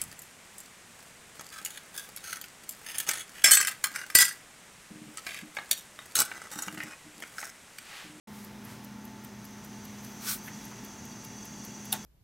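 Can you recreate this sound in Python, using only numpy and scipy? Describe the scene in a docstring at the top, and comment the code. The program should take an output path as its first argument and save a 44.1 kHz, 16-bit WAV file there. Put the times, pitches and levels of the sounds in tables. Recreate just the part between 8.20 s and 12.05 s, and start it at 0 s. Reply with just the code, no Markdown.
"""Small clock, close up

A lever escapement ticks five times a second, close to the microphone in a quiet, humming room;
each beat is a cluster of tiny contacts ringing steel parts. A sleeve swishes as a hand reaches in,
and near the end a winding key clicks against the brass movement and rings the case.
A narrow high hiss slowly swells behind it all."""
import sys
import numpy as np
from scipy import signal
from scipy.fft import rfft, irfft
from scipy.io import wavfile
from scipy.ndimage import uniform_filter1d

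SR = 44100
rng = np.random.default_rng(int(sys.argv[2]) if len(sys.argv) > 2 else 0)


def put_to_file(sound):
    """Save the sound as 16-bit audio at rate SR, in the file named by the first command-line argument."""
    columns = np.atleast_2d(sound).T  # one column per channel
    safe = np.clip(columns, -1, 1)
    whole_steps = np.round(safe * 32767)
    wavfile.write(sys.argv[1], SR, whole_steps.astype(np.int16))


N = 169785
T = np.arange(N) / SR


def amp(db):
    """Decibels to gain."""
    return 10 ** (np.asarray(db) / 20)


def unit(x):
    """Scale to rms 1."""
    return x / np.sqrt(np.mean(x ** 2))


def fader(curve, lag=0):
    """Gain along (time [s], level [dB]) points, delayed by lag seconds."""
    times, db = np.array(curve).T
    return amp(np.interp(T - lag, times, db))


def shaped_noise(spectrum):
    """Noise of rms 1 shaped by (frequency [Hz], level [dB]) points, falling away beyond both ends."""
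    hz, db = np.array(spectrum).T
    f = np.maximum(np.fft.rfftfreq(N, 1 / SR), 1)
    gain = amp(np.interp(np.log(f), np.log(hz), db))
    skirts = np.minimum(f / hz[0], 1) ** 2 * np.minimum(hz[-1] / f, 1) ** 10
    return unit(irfft(rfft(rng.standard_normal(N)) * gain * skirts, N))


def wander(rate_hz):
    """Smooth random drift of rms 1."""
    hold = max(int(SR / rate_hz), 1)
    steps = np.repeat(rng.standard_normal(N // hold + 1), hold)
    return unit(uniform_filter1d(steps, hold)[:N])


def resonate(x, modes):
    """Pass x through parallel resonances (frequency [Hz], width [Hz], gain [dB])."""
    return sum(amp(db) * signal.lfilter(*signal.iirpeak(hz, hz / min(width, SR / np.pi), SR), x)
               for hz, width, db in modes)


def die_away(start, decay):
    """Envelope that jumps up at start and falls exponentially."""
    return (T >= start) * np.exp(-np.maximum(T - start, 0) / decay)


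def chatter():
    """Rapid tiny impacts of even size and random direction."""
    return np.sign(rng.standard_normal(N))


# Steady hum in the room (frequency [Hz], level [dB])
HUM_LINES = [(120, -58.5), (206.8, -49.5), (239.7, -58.5), (471, -71.5), (879.7, -62)]
# Spectrum of the room's air (frequency [Hz], relative level [dB])
AIR_SPECTRUM = [(15, -54), (25, -46), (44, -15), (92, -13.5), (102, -9), (123, -9), (175, -8), (190, -9.5),
                (206, -1.5), (354, -15.5), (394, -11.5), (439, -20), (545, -20.5), (863, -18), (1260, -22),
                (1370, -20.5), (1520, -22.5), (1940, -22), (2610, -27.5), (4250, -30.5), (4610, -34.5),
                (5000, -28.5), (6210, -34), (8140, -35), (16000, -40.5)]
# Air noise at the microphone (time [s], level [dB])
AIR_LEVEL = [(0, -48.5), (1.2, -48.5), (2.4, -47), (3.85, -47)]
# Lift of the air's treble (time [s], gain [dB])
AIR_TREBLE = [(0, 1.5), (.6, 2.5), (.75, 0.5), (1.4, 1.5), (1.7, 2.5), (2.5, 2), (2.8, 0), (3.85, 0.5)]
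def room_tone(waver_db=1.5, waver_rad=.22, split_hz=1700):
    """The quiet room around the microphone: air noise and a slightly wavering hum."""
    hum = np.zeros(N)
    for hz, db in HUM_LINES:
        peak = np.sqrt(2) * amp(db + waver_db * wander(6.05))
        hum += peak * np.sin(2 * np.pi * hz * T + waver_rad * wander(4.98))
    air = shaped_noise(AIR_SPECTRUM)
    main_hum_hz = HUM_LINES[1][0]
    air -= .69 * resonate(air, [(main_hum_hz, 25.5, 0)])  # a notch keeps the main hum line clean
    low = signal.sosfiltfilt(signal.butter(1, split_hz, fs=SR, output="sos"), air)
    treble = fader(AIR_TREBLE) * (air - low)
    return hum + fader(AIR_LEVEL) * (low + treble)


# Resonances of the high hiss (frequency [Hz], width [Hz], relative gain [dB])
HISS_MODES = [(2800, 96, -10.5), (3380, 35, -6), (4628, 26, -3.5), (4900, 80, -13), (5550, 76, -11),
              (5780, 80, -5.5), (6010, 70, 0), (6184, 72, -0.5), (6322, 54, -3), (6540, 100, -9.5),
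              (6990, 33, -7.5), (7360, 66, -19)]
# Its swell at the microphone (time [s], level [dB])
HISS_SWELL = [(0, -69.5), (.9, -61.5), (1.35, -58.5), (1.5, -56), (2.3, -52.5), (2.8, -52), (3.3, -50),
              (3.85, -49)]
def hiss(flutter_db=1):
    """Behind the clock, a thin, ringing hiss flutters and slowly grows."""
    fluttering = rng.standard_normal(N) * amp(flutter_db * wander(150))
    return fader(HISS_SWELL) * unit(resonate(fluttering, HISS_MODES))


# Faint rubs (peak time [s], half length [s], centre [Hz], width [Hz], level [dB])
HAND_RUBS = [(0.19, 0.063, 7000, 14000, -55.5), (0.504, .05, 1260, 1800, -53.5),
             (0.514, 0.042, 6900, 12000, -55), (1.877, 0.088, 12900, 5000, -61),
             (2.267, 0.021, 13000, 6000, -51), (2.282, 0.0064, 1950, 1100, -44),
             (2.314, 0.0077, 1700, 900, -53.5), (2.405, 0.074, 6000, 12000, -59),
             (2.523, .006, 1190, 450, -46.5)]
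def rubs():
    """Cloth and fingers make soft swells of friction as the hand moves."""
    out = np.zeros(N)
    for peak_time, half_length, hz, width, db in HAND_RUBS:
        band = [(hz, width, 0)]
        friction = unit(resonate(resonate(rng.standard_normal(N), band), band))
        swell = np.exp(-.5 * ((T - peak_time) / half_length) ** 2)
        out += amp(db) * swell * friction
    return out


# The sleeve's stroke as the hand reaches in (time [s], relative level [dB])
SLEEVE_STROKE = [(1.96, -82), (2.005, -52), (2.03, -43), (2.055, -39), (2.087, -28.5), (2.11, -31.5),
                 (2.135, -34), (2.16, -44.5), (2.19, -57), (2.23, -88)]
# Hollow body of the swish (frequency [Hz], relative level [dB])
SWISH_SPECTRUM = [(410, -54), (700, -20), (926, -29), (962, -15), (1050, -17), (1160, -4), (1310, -5.5),
                  (1500, -2), (1750, -10.5), (2310, -7.5), (2780, -13), (3430, -7), (3740, -9),
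                  (4200, -4.5), (4850, -7.5), (5450, -3.5), (7000, -8), (9100, -17), (15400, -120)]
# Fizz of the weave (frequency [Hz], relative level [dB])
WEAVE_SPECTRUM = [(4000, -44), (6500, -11), (8000, 1.5), (11000, 1.5), (14000, 2), (16000, 0)]
def sleeve(swish_db=-4.5, fizz_db=-2.5, fizz_lag_s=.008):
    """Cloth slides once near the clock: a hollow swish, with the fizz of the weave just after it."""
    swish = amp(swish_db) * fader(SLEEVE_STROKE) * shaped_noise(SWISH_SPECTRUM)
    fizz = amp(fizz_db) * fader(SLEEVE_STROKE, fizz_lag_s) * shaped_noise(WEAVE_SPECTRUM)
    return swish + fizz


def reflections(x, gain_db=-4, decay_s=.023, cutoff_hz=9500):
    """Short, dense reflections of case and room reach the microphone duller than the direct sound."""
    t = T[:SR // 2]
    response = rng.standard_normal(len(t)) * np.exp(-t / decay_s)
    response /= np.sqrt(np.sum(response ** 2))
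    dulled = signal.lfilter(*signal.butter(1, cutoff_hz, fs=SR), response)
    return amp(gain_db) * signal.fftconvolve(x, dulled)[:N]


# Ringing modes of the clock's case (frequency [Hz], level [dB], time to fall 60 dB [s])
CASE_RING = [(759, -35, 0.14), (885, -39, 0.09), (1350, -46, 0.16), (1465, -42.5, 0.17), (1753, -46, 0.1),
             (2880, -45, 0.089), (3830, -41, 0.027)]
# Broad resonances of its dense knock (frequency [Hz], width [Hz], relative gain [dB])
CASE_KNOCK = [(350, 220, -4), (830, 200, 4.5), (1590, 530, -0.5)]
def clock_case(hit_s=3.7265, attack_s=.0025, knock_db=-29, knock_decay_s=.027):
    """Struck by the key, the case answers with lower, longer modes and a brief knock."""
    age = np.maximum(T - hit_s, 0)
    ring = sum(amp(db - 60 * age / t60) * np.sin(2 * np.pi * (hz * age + rng.random()))
               for hz, db, t60 in CASE_RING)
    knock = amp(knock_db) * die_away(hit_s, knock_decay_s) * resonate(rng.standard_normal(N), CASE_KNOCK)
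    onset = 1 - np.exp(-age / attack_s)
    return (ring + knock) * onset


# The key meets the arbor, slips and seats (time [s], force level [dB], decay [s])
KEY_HITS = [(3.722, -33, 0.0086), (3.7261, -19, .0025), (3.7276, -18.5, 0.0022), (3.7349, -31, .004)]
# Resonances of key and brass movement (frequency [Hz], width [Hz], gain [dB])
KEY_RING = [(2990, 150, 3), (3770, 210, 7.5), (4340, 230, 6.5), (5150, 280, -1), (5800, 180, 2),
            (7240, 370, 1), (8650, 490, -2), (9610, 150, 0), (10600, 520, 11), (11400, 500, 6),
            (12000, 650, 6), (12800, 380, 6), (15000, 500, -1)]
def winding_key():
    """Close to the microphone, metal scrapes and snaps onto metal, ringing key, movement and case."""
    force = sum(amp(db) * die_away(start, decay) * chatter() for start, db, decay in KEY_HITS)
    return resonate(force, KEY_RING) + clock_case() + reflections(force)


def after_pings(lag_s=.053, hz=13000, width_hz=300, level_db=-62, decay_s=.012):
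    """A small steel part rings faintly a moment after every tock of the escapement."""
    envelope = sum(die_away(start + lag_s, decay_s) for start, _ in TICKS_AND_TOCKS[1::2])
    ring = unit(resonate(rng.standard_normal(N), [(hz, width_hz, 0)]))
    return amp(level_db) * envelope * ring


# Beats of the escapement, tick and tock in turn (time [s], relative level [dB])
TICKS_AND_TOCKS = [(.2465, -37.5), (0.451, -41.5), (0.6463, -39), (.8515, -41), (1.0462, -38),
                   (1.2515, -38.5), (1.4471, -37), (1.652, -36), (1.8470, -36.5), (2.0517, -43),
                   (2.2472, -44), (2.452, -39), (2.648, -37.5), (2.8524, -41.5), (3.0480, -34.5),
                   (3.2524, -38.5), (3.4488, -32.5), (3.6531, -37.5), (3.8482, -36)]
# Unlocking, impulse, drop and rebound (time from the drop [s], relative level [dB], decay [s])
LEVER_CONTACTS = [(-.0075, -9, .003), (-.004, -17, .002), (0, 0, .002), (.0017, -3, 0.0033)]
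# Resonances of the steel parts (frequency [Hz], width [Hz], relative gain [dB])
STEEL_MODES = [(3250, 60, -12), (5100, 700, -8), (7700, 600, -10), (9250, 900, -13), (11440, 360, 2),
               (12050, 500, -6), (12940, 520, -3.5), (13500, 450, -5.5), (15000, 360, -8), (16000, 300, -5)]
def escapement(gain_db=5, colour_spread_db=2.5):
    """Right at the microphone, clusters of chattering contacts ring the steel and linger in the case."""
    case_tail = (.011, -22, .016)  # same columns as the contacts
    power = np.zeros(N)
    for start, beat_db in TICKS_AND_TOCKS:
        near = (T > start - .02) & (T < start + .15)
        age = T[near] - start
        for delay, contact_db, decay in LEVER_CONTACTS + [case_tail]:
            envelope = (age >= delay) * np.exp(-np.abs(age - delay) / decay)
            power[near] += (amp(beat_db + contact_db) * envelope) ** 2
    force = np.sqrt(power) * chatter()
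    # each resonance drifts in level, so the colour changes from beat to beat
    return sum(amp(gain_db + colour_spread_db * wander(5.02)) * resonate(force, [mode])
               for mode in STEEL_MODES)


def scene():
    """Clock, hand and room at one close microphone, the same in both channels."""
    mono = escapement() + after_pings() + winding_key() + sleeve() + rubs() + room_tone() + hiss()
    return np.array([mono, mono])


def record(dry, open_s=.072, rumble_hz=39, top_hz=15800):
    """The recorder opens just after the start, and cuts the rumble and the top."""
    opened = dry * np.clip((T - open_s) / .003, 0, 1)
    lean = signal.sosfilt(signal.butter(4, rumble_hz, "high", fs=SR, output="sos"), opened)
    return signal.sosfilt(signal.ellip(10, .2, 70, top_hz, fs=SR, output="sos"), lean)


dry = scene()
out = record(dry)
put_to_file(out)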